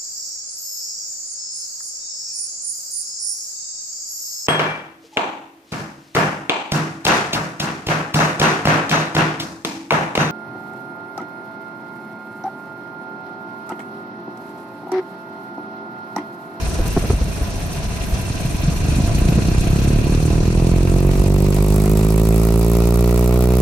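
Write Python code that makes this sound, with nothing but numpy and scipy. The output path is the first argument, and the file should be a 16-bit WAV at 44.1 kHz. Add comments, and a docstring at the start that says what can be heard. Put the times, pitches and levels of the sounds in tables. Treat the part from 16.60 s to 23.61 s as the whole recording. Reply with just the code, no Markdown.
"""Spinning dashboard vent

The ball of a round dashboard vent, flicked by a finger and driven by the blower, spins ever faster,
its jet sweeping a stereo microphone. Timed lone gusts and soft knocks give way to a ragged flutter, then
a deep rising drone: partials locked to the turns, over lumpy noise eddies. Gated hiss spits on each turn.
Behind it, air rushes through the duct: filtered noise that flickers and is chopped by the ball."""
import sys
import numpy as np
from scipy import signal
from scipy.fft import rfft, irfft, next_fast_len
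from scipy.io import wavfile
from scipy.ndimage import uniform_filter1d

SR = 44100
rng = np.random.default_rng(int(sys.argv[2]) if len(sys.argv) > 2 else 0)


def waveform_to_disk(signal):
    """Save audio, clipped to [-1, 1], as 16-bit WAV at the path in sys.argv[1]."""
    frames = np.transpose(np.atleast_2d(signal))
    scaled = np.clip(frames, -1, 1) * 32767
    samples = np.round(scaled).astype(np.int16)
    wavfile.write(sys.argv[1], SR, samples)


N = 309141


def from_db(db):
    """Decibels to gain."""
    return 10 ** (np.asarray(db) / 20)


def rms_one(x):
    """Scale to unit power."""
    return x / np.sqrt(np.mean(x ** 2) + 1e-20)


def along(rows, where):
    """Each further column of a table, read at values of its first column."""
    first, *columns = np.transpose(rows)
    return [np.interp(where, first, c) for c in columns]


def seconds():
    """Time of every sample."""
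    return np.arange(N) / SR


def bins():
    """Frequency in Hz of every bin of a noise spectrum, at least 1."""
    size = next_fast_len(N, True)
    return np.maximum(np.arange(size // 2 + 1) * SR / size, 1)


def at_hz(points):
    """A table over log frequency, read at every bin."""
    hz, value = np.transpose(points)
    return np.interp(np.log(bins()), np.log(hz), value)


def white():
    """A flat random spectrum."""
    return rfft(rng.standard_normal(next_fast_len(N, True)))


def noise(colour):
    """Noise of a given colour, rms 1."""
    return rms_one(irfft(white() * from_db(at_hz(colour)))[:N])


def pair(colour, side_db):
    """Two channels sharing one noise, with a second noise added in opposite sense; rms 1."""
    return rms_one(noise(colour) + from_db(side_db) * noise(colour) * [[1], [-1]])


def drift(rate):
    """Smooth chance with about so many bends a second; spread 1."""
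    return rms_one(irfft(white() / (1 + (bins() / rate) ** 2))[:N])


def per_turn(turns):
    """A fresh, bounded chance value for every turn, joined by straight lines."""
    draws = np.clip(rng.standard_normal(1000), -1.7, 1.7)
    return np.interp(turns, np.arange(len(draws)), draws)


def sweep(turns, centre, width):
    """A bump once a turn; centre and width in turns."""
    return np.exp((np.cos(2 * np.pi * (turns - centre)) - 1) / (2 * np.pi * width) ** 2)


def stroke(turns, lead, rise, fall, uneven_db):
    """A quick swell and decay once a turn, its strength drawn anew each turn; times in turns."""
    since = (turns + lead) % 1
    turn = (turns + lead).astype(int)
    strength = from_db(uneven_db * np.clip(rng.standard_normal(1000), -2, 2))[turn]
    return (1 - np.exp(-since / rise)) * np.exp(-since / fall) * strength


def onset(speed, halfway, steepness):
    """A share that rises from 0 to 1 as the speed passes a threshold."""
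    return 1 / (1 + (halfway / speed) ** steepness)


# Likeness of the rush at the two sides of the microphone. Each row: frequency in Hz, likeness from 0 to 1.
LIKENESS = [(200, 1), (680, 1), (1000, 0.34), (1500, 0.29), (1900, 0.28), (2400, 0.32), (3200, 0.15),
            (4400, 0.2), (8100, 0.083), (15000, 0.34)]
# Its lean to one side. Each row: frequency in Hz, left-right level difference in dB.
LEAN = [(300, -1.5), (700, -0.5), (950, -7.5), (1350, -3.5), (2000, -0.7), (2700, -0.9), (5300, 2),
        (8120, 0), (15000, -.3)]
# Its phase between the sides. Each row: frequency in Hz, radians by which the left leads.
LEAD = [(300, -2.1), (700, 0), (1350, 0.44), (1850, 4.5), (2450, 0), (3100, -2.5), (4500, 1.5), (6000, 1.3),
        (8000, 4.5), (15000, 5.5)]


def airstream(colour_db):
    """Stereo hiss that reaches the two sides by different paths; rms 1 from 2 to 7 kHz."""
    alike = np.clip(at_hz(LIKENESS), 0, 1)
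    sides = np.array([[1], [-1]])
    field = np.sqrt(1 + alike) * white() + np.sqrt(1 - alike) * white() * sides
    level = from_db(colour_db + sides * at_hz(LEAN) / 2)
    field = field * level * np.exp(1j * sides * at_hz(LEAD) / 2)
    treble = irfft(field.mean(axis=0) * (bins() > 2000) * (bins() < 7000))
    return irfft(field)[:, :N] / treble.std()


# Wavering of the rush, band by band. Each row: band centre in Hz, depth in dB.
FLICKER = [(300, 1.5), (700, 2), (1400, 1.5), (2600, 2), (5000, 1.8), (9000, 3), (14000, 4.5)]


def flicker(air):
    """Turbulence makes each band of the rush waver on its own."""
    spectrum = rfft(air, next_fast_len(N, True))
    out = 0
    for hz, depth_db in FLICKER:
        band = at_hz([(centre, centre == hz) for centre, _ in FLICKER])  # neighbours crossfade
        waver = rms_one(from_db(depth_db * drift(rate=37)))
        out = out + irfft(spectrum * band)[:, :N] * waver
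    return out


# Air rushing past a slow ball, before the duct. Each row: frequency in Hz, level in dB per Hz.
SLOW_RUSH = [(120, -6), (230, -1), (380, 1.5), (520, -6), (680, -3), (820, -7), (1000, -10.5), (1590, -9.5),
             (2170, -10.5), (2600, -11.5), (5730, -17.5), (7700, -18), (10000, -18), (14000, -23.5),
             (16000, -47)]
# Air rushing past a fast ball. Each row: frequency in Hz, level in dB per Hz.
FAST_RUSH = [(300, -10), (700, -1), (1200, -3.5), (1650, -11), (1800, -9), (1900, -5.5), (2050, -8.5),
             (2550, -7), (3100, -14), (4200, -11.5), (6200, -13), (9000, -16), (16000, -30)]
# Resonances of the duct. Each row: frequency in Hz, width in Hz, boost in dB.
DUCT = [(676, 77, 7), (1002, 57, 9), (1360, 22, 2), (1596, 76, 5), (2480, 140, 4.5), (2710, 28, 10.5),
        (4160, 320, 4.5), (5910, 1180, 7.5), (8940, 290, 10.5)]
# Hiss of the slot's edges once the ball turns. 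Each row: frequency in Hz, level in dB per Hz.
EDGE_HISS = [(2050, -30), (2480, 1), (2780, -5), (3100, -16), (3800, -15), (4300, -4), (5000, -25),
             (7000, -8), (10000, -37)]
EDGE_HISS_DB, EDGE_HISS_SPEED = -4, 20  # dB against the rush; speed half-way there, turns per s


def rush(speed, turns):
    """Blower air through the duct; the fast ball chops it and smears the duct's resonances."""
    duct_db = sum(db / (1 + (2 * (bins() - hz) / width) ** 2) for hz, width, db in DUCT)
    smeared = np.clip((speed - 36) / 16, 0, 1)
    edge_gain = from_db(EDGE_HISS_DB) * onset(speed, EDGE_HISS_SPEED, steepness=5.9)
    slow_air = airstream(at_hz(SLOW_RUSH) + duct_db) + edge_gain * airstream(at_hz(EDGE_HISS))
    fast_air = airstream(at_hz(FAST_RUSH))
    air = np.sqrt(1 - smeared) * slow_air + np.sqrt(smeared) * fast_air
    depth = .8 * np.clip(speed / 30, 0, 1) + 1.6 * smeared
    chop = 1 + depth * stroke(turns, lead=.11, rise=.08, fall=.27, uneven_db=1.3)
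    # over each quarter second, chopping moves the air about but adds none
    chop = chop / np.sqrt(uniform_filter1d(chop ** 2, size=SR // 4))
    flicker_db = (.5 + .2 * smeared) * drift(rate=25)
    return flicker(air) * chop * from_db(flicker_db)


# Hiss of the slot cutting the jet, slower ball. Each row: frequency in Hz, level in dB per Hz.
SPIT_COLOUR = [(1500, -21), (4000, -13), (6500, -5.5), (8300, 2), (9700, -5), (11600, 3), (13200, -8),
               (15000, -3), (16000, -5)]
# The same hiss, faster ball. Each row: frequency in Hz, level in dB per Hz.
FAST_SPIT_COLOUR = [(1500, -22), (4000, -14), (6500, -7), (8300, -1), (9700, -6), (11600, 4.5), (13200, -4),
                    (15000, 1), (16000, -1)]
SPIT_FROM_SPEED, SPIT_STEEPNESS = 48.3, 22  # speed half-way in, turns per s


def spit(speed, turns):
    """The slot's edge cuts the jet before each puff: a quick, surging hiss that brightens with speed."""
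    lead = .23 - .012 * np.clip(speed - SPIT_FROM_SPEED, 0, 10)
    gate = stroke(turns + .02 * drift(rate=25), lead=lead, rise=.06, fall=.095, uneven_db=2.2)
    gate = uniform_filter1d(gate, size=60)  # the edge takes a moment to cross the jet
    second = sweep(turns, centre=0.4, width=0.075) * from_db(5 * per_turn(turns))
    gate = gate + 0.025 + 0.05 * second
    surge_db = 2.1 * np.tanh(drift(rate=20))
    bright = onset(speed, halfway=56.5, steepness=30)
    slow_hiss = np.sqrt(1 - bright) * pair(SPIT_COLOUR, side_db=-10.0)
    fast_hiss = np.sqrt(bright) * pair(FAST_SPIT_COLOUR, side_db=-0.5)
    return rms_one((slow_hiss + fast_hiss) * gate * from_db(surge_db))


def stall(speed, turns):
    """After some turns of the fast ball the hiss drops back for a moment."""
    depth = np.clip(per_turn(turns - .5) - .2, 0, .85) * onset(speed, halfway=47, steepness=30)
    return 1 - depth * sweep(turns, centre=0.4, width=0.12)


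# Knocks of the flicked ball in its socket. Each row: start in seconds, level in dB.
KNOCKS = [(.3645, -11.5), (.372, -9.5), (.5028, -12)]
# Modes of the plastic socket. Each row: frequency in Hz, level in dB, 60 dB decay time in seconds.
SOCKET = [(88, 5.5, 0.053), (245, 3, 0.029), (378, 7.5, 0.018), (490, -5.5, 0.047), (700, -3, 0.026),
          (1110, -12, 0.026), (1340, -15, 0.019), (1700, -18, 0.017)]


def knocks():
    """Each soft knock sets the plastic socket ringing for an instant."""
    out = np.zeros(N)
    for s, db in KNOCKS:
        age = np.maximum(seconds() - s, 0)
        for k, (hz, mode_db, t60) in enumerate(SOCKET):
            level = from_db(db + mode_db - 60 * np.minimum(age / t60, 4))
            out += (-1) ** k * level * np.sin(2 * np.pi * hz * age)
    return signal.sosfilt(signal.butter(4, 2000, fs=SR, output="sos"), out)


# Gusts on the microphone: lone ones while the ball is slow, then a few slaps ringing at about 150-185 Hz. 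#
# Each row: start in seconds, swing level in dB, swing frequency in Hz, burst level in dB, burst length in
# seconds.
GUSTS = [(0.186, -10.5, 34.6, -24.5, 0.028), (0.248, -19, 75, -26.5, 0.02), (0.37, -4.5, 141, -24.5, 0.017),
         (0.434, -24, 70, -25.5, 0.031), (0.499, -3.5, 89.5, -19, 0.0155), (0.53, -6.5, 58.6, -25, 0.012),
         (0.611, -9.5, 58, -22.5, 0.011), (0.81, -11, 55, -25.5, 0.014), (1.522, -10.5, 51, -27, 0.013),
         (2.283, -16, 85.5, -31, 0.008), (2.318, -7.5, 75, -22.5, 0.0062), (2.384, -5, 185, -25, 0.0072),
         (2.721, -3.5, 150, -20, 0.0096), (2.776, -4, 169, -23, 0.02)]
# Rough air in a gust. Each row: frequency in Hz, level in dB per Hz.
BURST_COLOUR = [(60, -25), (180, 5.5), (350, 4), (700, -8), (1500, -17.5), (2200, -25), (5000, -57)]


def gusts():
    """Each gust swings the pressure about once and carries a short rough burst."""
    swings, bursts = np.zeros(N), np.zeros(N)
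    for s, swing_db, swing_hz, burst_db, length in GUSTS:
        age = np.maximum(seconds() - s, 0)
        cycles = age * swing_hz
        envelope = np.exp(-np.minimum(((cycles - .75) / 0.61) ** 2, 50))
        swings += from_db(swing_db) * np.sin(2 * np.pi * cycles) * envelope
        bursts += from_db(burst_db) * (1 - np.exp(-age / 0.00036)) / (1 + (age / length) ** 4)
    return swings + bursts * pair(BURST_COLOUR, side_db=-16)


# Roar in the wake of the slot. Each row: frequency in Hz, level in dB per Hz.
CHURN = [(100, -1), (350, -1.5), (650, -14), (1200, -17.5), (1600, -28), (4000, -60)]


def churn(turns):
    """Low roar in the wake of the slot, a slap on every turn."""
    gate = 0.52 + stroke(turns, lead=0.048, rise=0.077, fall=0.28, uneven_db=4.5)
    return rms_one(pair(CHURN, side_db=3.5) * gate)


# Turbulence on the microphone. Each row: frequency in Hz, level in dB per Hz.
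EDDIES = [(12, -40), (22, -1), (43, 3), (80, 0), (140, -5), (200, -6.5), (250, -15), (430, -22.5),
          (610, -27), (820, -53), (1200, -40), (2600, -110)]
HOLLOW_HZ, HOLLOW_WIDTH_HZ = 157, 39  # resonance of the hollow behind the ball
# ringing against the lumps, in dB: off its best speed, at it; that speed and its spread, turns per s
RING_DB, RING_BEST_DB, RING_SPEED, RING_SPREAD = -15.5, -1, 22.6, 5.7


def eddies(speed, turns):
    """Lumpy turbulence, swelling once a turn, joined by kicks that ring the hollow behind the ball."""
    lumps = pair(EDDIES, side_db=-14.5) * (1 + 0.21 * sweep(turns, centre=0.23, width=0.086))
    lumps = rms_one(lumps)
    kick_level = 0.087 + stroke(turns, lead=0.074, rise=0.027, fall=0.12, uneven_db=5.0)
    kicks = rng.standard_normal(N) * kick_level
    hollow = signal.iirpeak(HOLLOW_HZ, HOLLOW_HZ / HOLLOW_WIDTH_HZ, fs=SR)
    ring = rms_one(signal.lfilter(*hollow, kicks))
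    ring = rms_one(signal.sosfilt(signal.butter(4, 0.97 * HOLLOW_HZ, fs=SR, output="sos"), ring))
    nearness = np.exp(-((speed - RING_SPEED) / RING_SPREAD) ** 2)
    share = from_db(RING_DB + (RING_BEST_DB - RING_DB) * nearness)
    return (lumps + share * ring) / np.sqrt(1 + share ** 2)


def causal_phase(gains):
    """Phase that lets the resonances in a row of partials ring on after the blow, never before it."""
    level = np.log(np.maximum(gains, from_db(-45)))
    level = np.vstack([level[:1] - 1.5, level, level[-2::-1]])  # mirrored into a full spectrum
    return -signal.hilbert(level, axis=0).imag[1:len(gains) + 1]


# One puff at the reference speed. Each row: frequency in Hz, relative level in dB.
PUFF = [(30, -3.2), (56, 0.3), (110, -3.3), (160, -2.8), (184, -9), (210, -8), (234, -14), (262, -12.5),
        (310, -13), (386, -10.3), (466, -17), (680, -25.2), (800, -31), (1000, -32.3), (1250, -37),
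        (1600, -60)]
# The vent's own colour, through which the partials climb. Each row: frequency in Hz, gain in dB.
VENT = [(500, 1), (550, 1), (615, -3.5), (672, 7), (770, -6.5), (930, 2.5), (1070, -6), (1240, 2.5),
        (1420, -2), (1560, -31)]
# Second slap, from the slot's far edge. Each row: frequency in Hz, strength as a share of the first.
FAR_EDGE = [(130, 0.24), (700, 0.33)]
PUFF_SPEED = 51.6  # reference speed, turns per s
# octaves above the dip (Hz) grow as this power of the speed; below it the colour stays put
PUFF_STRETCH, PUFF_DIP_HZ = 0.71, 222
# far edge: delay in turns, added turns per turn per s above PUFF_SPEED, speed half-way in (turns per s)
SLOT_TURNS, SLOT_WIDENING, FAR_EDGE_SPEED = 0.2687, 0.0042, 40
# speed (turns per s) at which the chance values are scaled by: strength in dB, timing in turns,
# hardness of the edge in dB per octave
RAGGED_SPEED, UNEVEN_DB, WOBBLE_TURNS, HARDNESS_DB = 33, 1.6, .009, .5


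def puffs(speed, turns, bass_turn, bass_hz, delay, count=32):
    """One pulse a turn: a sharp suck, the vent ringing after, bass turned in phase, a far-edge slap."""
    ragged = np.clip((RAGGED_SPEED / np.maximum(speed, 1)) ** 3, 0, 1.5)  # slow puffs are uneven
    angle = 2 * np.pi * (turns - delay + WOBBLE_TURNS * ragged * per_turn(turns))
    hardness = per_turn(turns) * np.sqrt(ragged)
    # level and phase of every partial, on a grid of speeds
    speeds = np.linspace(speed.min(), speed.max(), 200)
    hz = np.arange(1, count + 1)[:, None] * speeds
    octaves = np.log2(hz / PUFF_DIP_HZ)
    stretched = octaves / (speeds / PUFF_SPEED) ** PUFF_STRETCH
    octaves = np.where(octaves > 0, stretched, octaves)
    colour = [(np.log2(f / PUFF_DIP_HZ), db) for f, db in PUFF]
    gains = from_db(along(colour, octaves)[0] + along(VENT, hz)[0])
    slot = 2 * np.pi * (SLOT_TURNS + SLOT_WIDENING * np.maximum(speed - PUFF_SPEED, 0))
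    far_onset = onset(speed, FAR_EDGE_SPEED, steepness=8.7)
    out, power = 0, 0
    for k, (partial, lag) in enumerate(zip(gains, causal_phase(gains)), 1):
        gain = np.interp(speed, speeds, partial)
        bass_phase = bass_turn * np.exp(-(k * speed / bass_hz) ** 2)  # radians
        phase = k * angle + np.interp(speed, speeds, lag) + bass_phase
        far = along(FAR_EDGE, k * speed)[0] * far_onset
        edge = from_db(HARDNESS_DB * hardness * np.log2(np.minimum(k, 8)))
        out = out - gain * edge * (np.cos(phase) + far * np.cos(phase - k * slot))
        power = power + gain ** 2 / 2
    return out / np.sqrt(power) * from_db(UNEVEN_DB * ragged * per_turn(turns))


# buffeting: dB for a slow ball, rise in dB, speed half-way up (turns per s), steepness,
# creep (dB per turn per s)
BUFFET_DB, BUFFET_RISE_DB, BUFFET_SPEED, BUFFET_STEEPNESS, BUFFET_CREEP_DB = -24.5, 9, 21.7, 9.3, 0.07
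# regular puffs: dB against the buffeting, speed half-way in (turns per s), steepness
PUFF_DB, PUFF_FROM_SPEED, PUFF_STEEPNESS = -0.7, 21.2, 2.7
# loose eddies: dB against the buffeting, speed half-way out (turns per s), steepness,
# thinning (dB per turn per s)
EDDY_DB, EDDY_UNTIL_SPEED, EDDY_STEEPNESS, EDDY_THINNING_DB = 3, 54, 13, 0.23
# wake of the slot: dB against the buffeting, growth (dB per turn per s)
WAKE_DB, WAKE_GROWTH_DB = -20.5, 0.0242


def jet(speed, turns):
    """The jet on the microphone: louder with speed, and turning from loose eddies into regular puffs."""
    buffet_rise_db = BUFFET_RISE_DB * onset(speed, BUFFET_SPEED, BUFFET_STEEPNESS)
    buffet_db = BUFFET_DB + buffet_rise_db + BUFFET_CREEP_DB * speed
    regular = from_db(PUFF_DB) * onset(speed, PUFF_FROM_SPEED, PUFF_STEEPNESS)
    dying = 1 - onset(speed, EDDY_UNTIL_SPEED, EDDY_STEEPNESS)
    loose = from_db(EDDY_DB - EDDY_THINNING_DB * speed) * dying
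    wake = from_db(WAKE_DB + WAKE_GROWTH_DB * speed)
    drone = puffs(speed, turns, bass_turn=3.84, bass_hz=120.0, delay=-0.016)
    return from_db(buffet_db) * (regular * drone + loose * eddies(speed, turns) + wake * churn(turns))


# driven speed at the start (turns per s), its gain per s; drag: start and easing time in s;
# speed it eases towards (turns per s)
FLICK_SPEED, SPEED_GAIN_PER_S, DRAG_FROM_S, DRAG_EASE_S, TOP_SPEED = 3.381, 9.713, 4.3965, 7.149, 99.06
# rubbing in the socket: speed lost, speed at which it is half gone (turns per s), steepness
RUB_LOSS, FREE_SPEED, FREE_STEEPNESS = .45, 27.5, 30


def spin():
    """Speed of the ball in turns per s: an even run-up, held back at first by rubbing, then eased by drag."""
    t = seconds()
    driven = FLICK_SPEED + SPEED_GAIN_PER_S * np.minimum(t, DRAG_FROM_S)
    driven = driven - RUB_LOSS * (1 - onset(driven, FREE_SPEED, FREE_STEEPNESS))
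    eased = 1 - np.exp(-np.maximum(t - DRAG_FROM_S, 0) / DRAG_EASE_S)
    return driven + (TOP_SPEED - driven) * eased


# Rush through the duct, before the trim below. Each row: time in seconds, level in dB.
RUSH_LEVEL = [(0.03, -37.5), (0.09, -38.5), (0.51, -38), (0.55, -41), (0.68, -40), (2.28, -38.6),
              (2.34, -37), (3.0, -37.4), (4.4, -40.5), (6.87, -40.5), (6.95, -39.5)]
RUSH_TRIM_DB = 0.5
# spit: dB at its onset speed, growth (dB per turn per s), dB of the faint hiss beneath it
SPIT_DB, SPIT_GROWTH_DB, SPIT_IDLE_DB = -34.5, 0.05, -63
START_TURN = .92
# lean of the bass: corner in Hz, left-right dB, speed half-way there (turns per s)
BASS_HZ, JET_PAN_DB, JET_PAN_SPEED = 150, -2.7, 35


def scene():
    """The ball's speed drives flutter and spit over the rush of the duct."""
    speed = spin()
    turns = START_TURN + np.cumsum(speed) / SR

    rush_db = RUSH_TRIM_DB + along(RUSH_LEVEL, seconds())[0]
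    spit_db = SPIT_DB + SPIT_GROWTH_DB * (speed - SPIT_FROM_SPEED)
    spitting = from_db(spit_db) * onset(speed, SPIT_FROM_SPEED, SPIT_STEEPNESS)
    idle = from_db(SPIT_IDLE_DB) * onset(speed, halfway=30, steepness=3)
    hiss = from_db(rush_db) * rush(speed, turns) + (idle + spitting) * spit(speed, turns)

    flutter = jet(speed, turns) + gusts() + knocks()
    bass = signal.sosfilt(signal.butter(1, BASS_HZ, fs=SR, output="sos"), flutter)
    pan_db = JET_PAN_DB * onset(speed, JET_PAN_SPEED, steepness=8.7)
    flutter = flutter + bass * (from_db(pan_db / 2 * [[1], [-1]]) - 1)
    return flutter + hiss * stall(speed, turns)


CUTOFF_HZ = 16100


def record(dry):
    """At the microphone the largest swings are rounded and the extreme treble is cut."""
    rounded = 1.1 * np.tanh(dry / 1.1)
    return signal.sosfilt(signal.cheby2(16, 70, CUTOFF_HZ + 600, fs=SR, output="sos"), rounded)


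dry = scene()
out = record(dry)
waveform_to_disk(out)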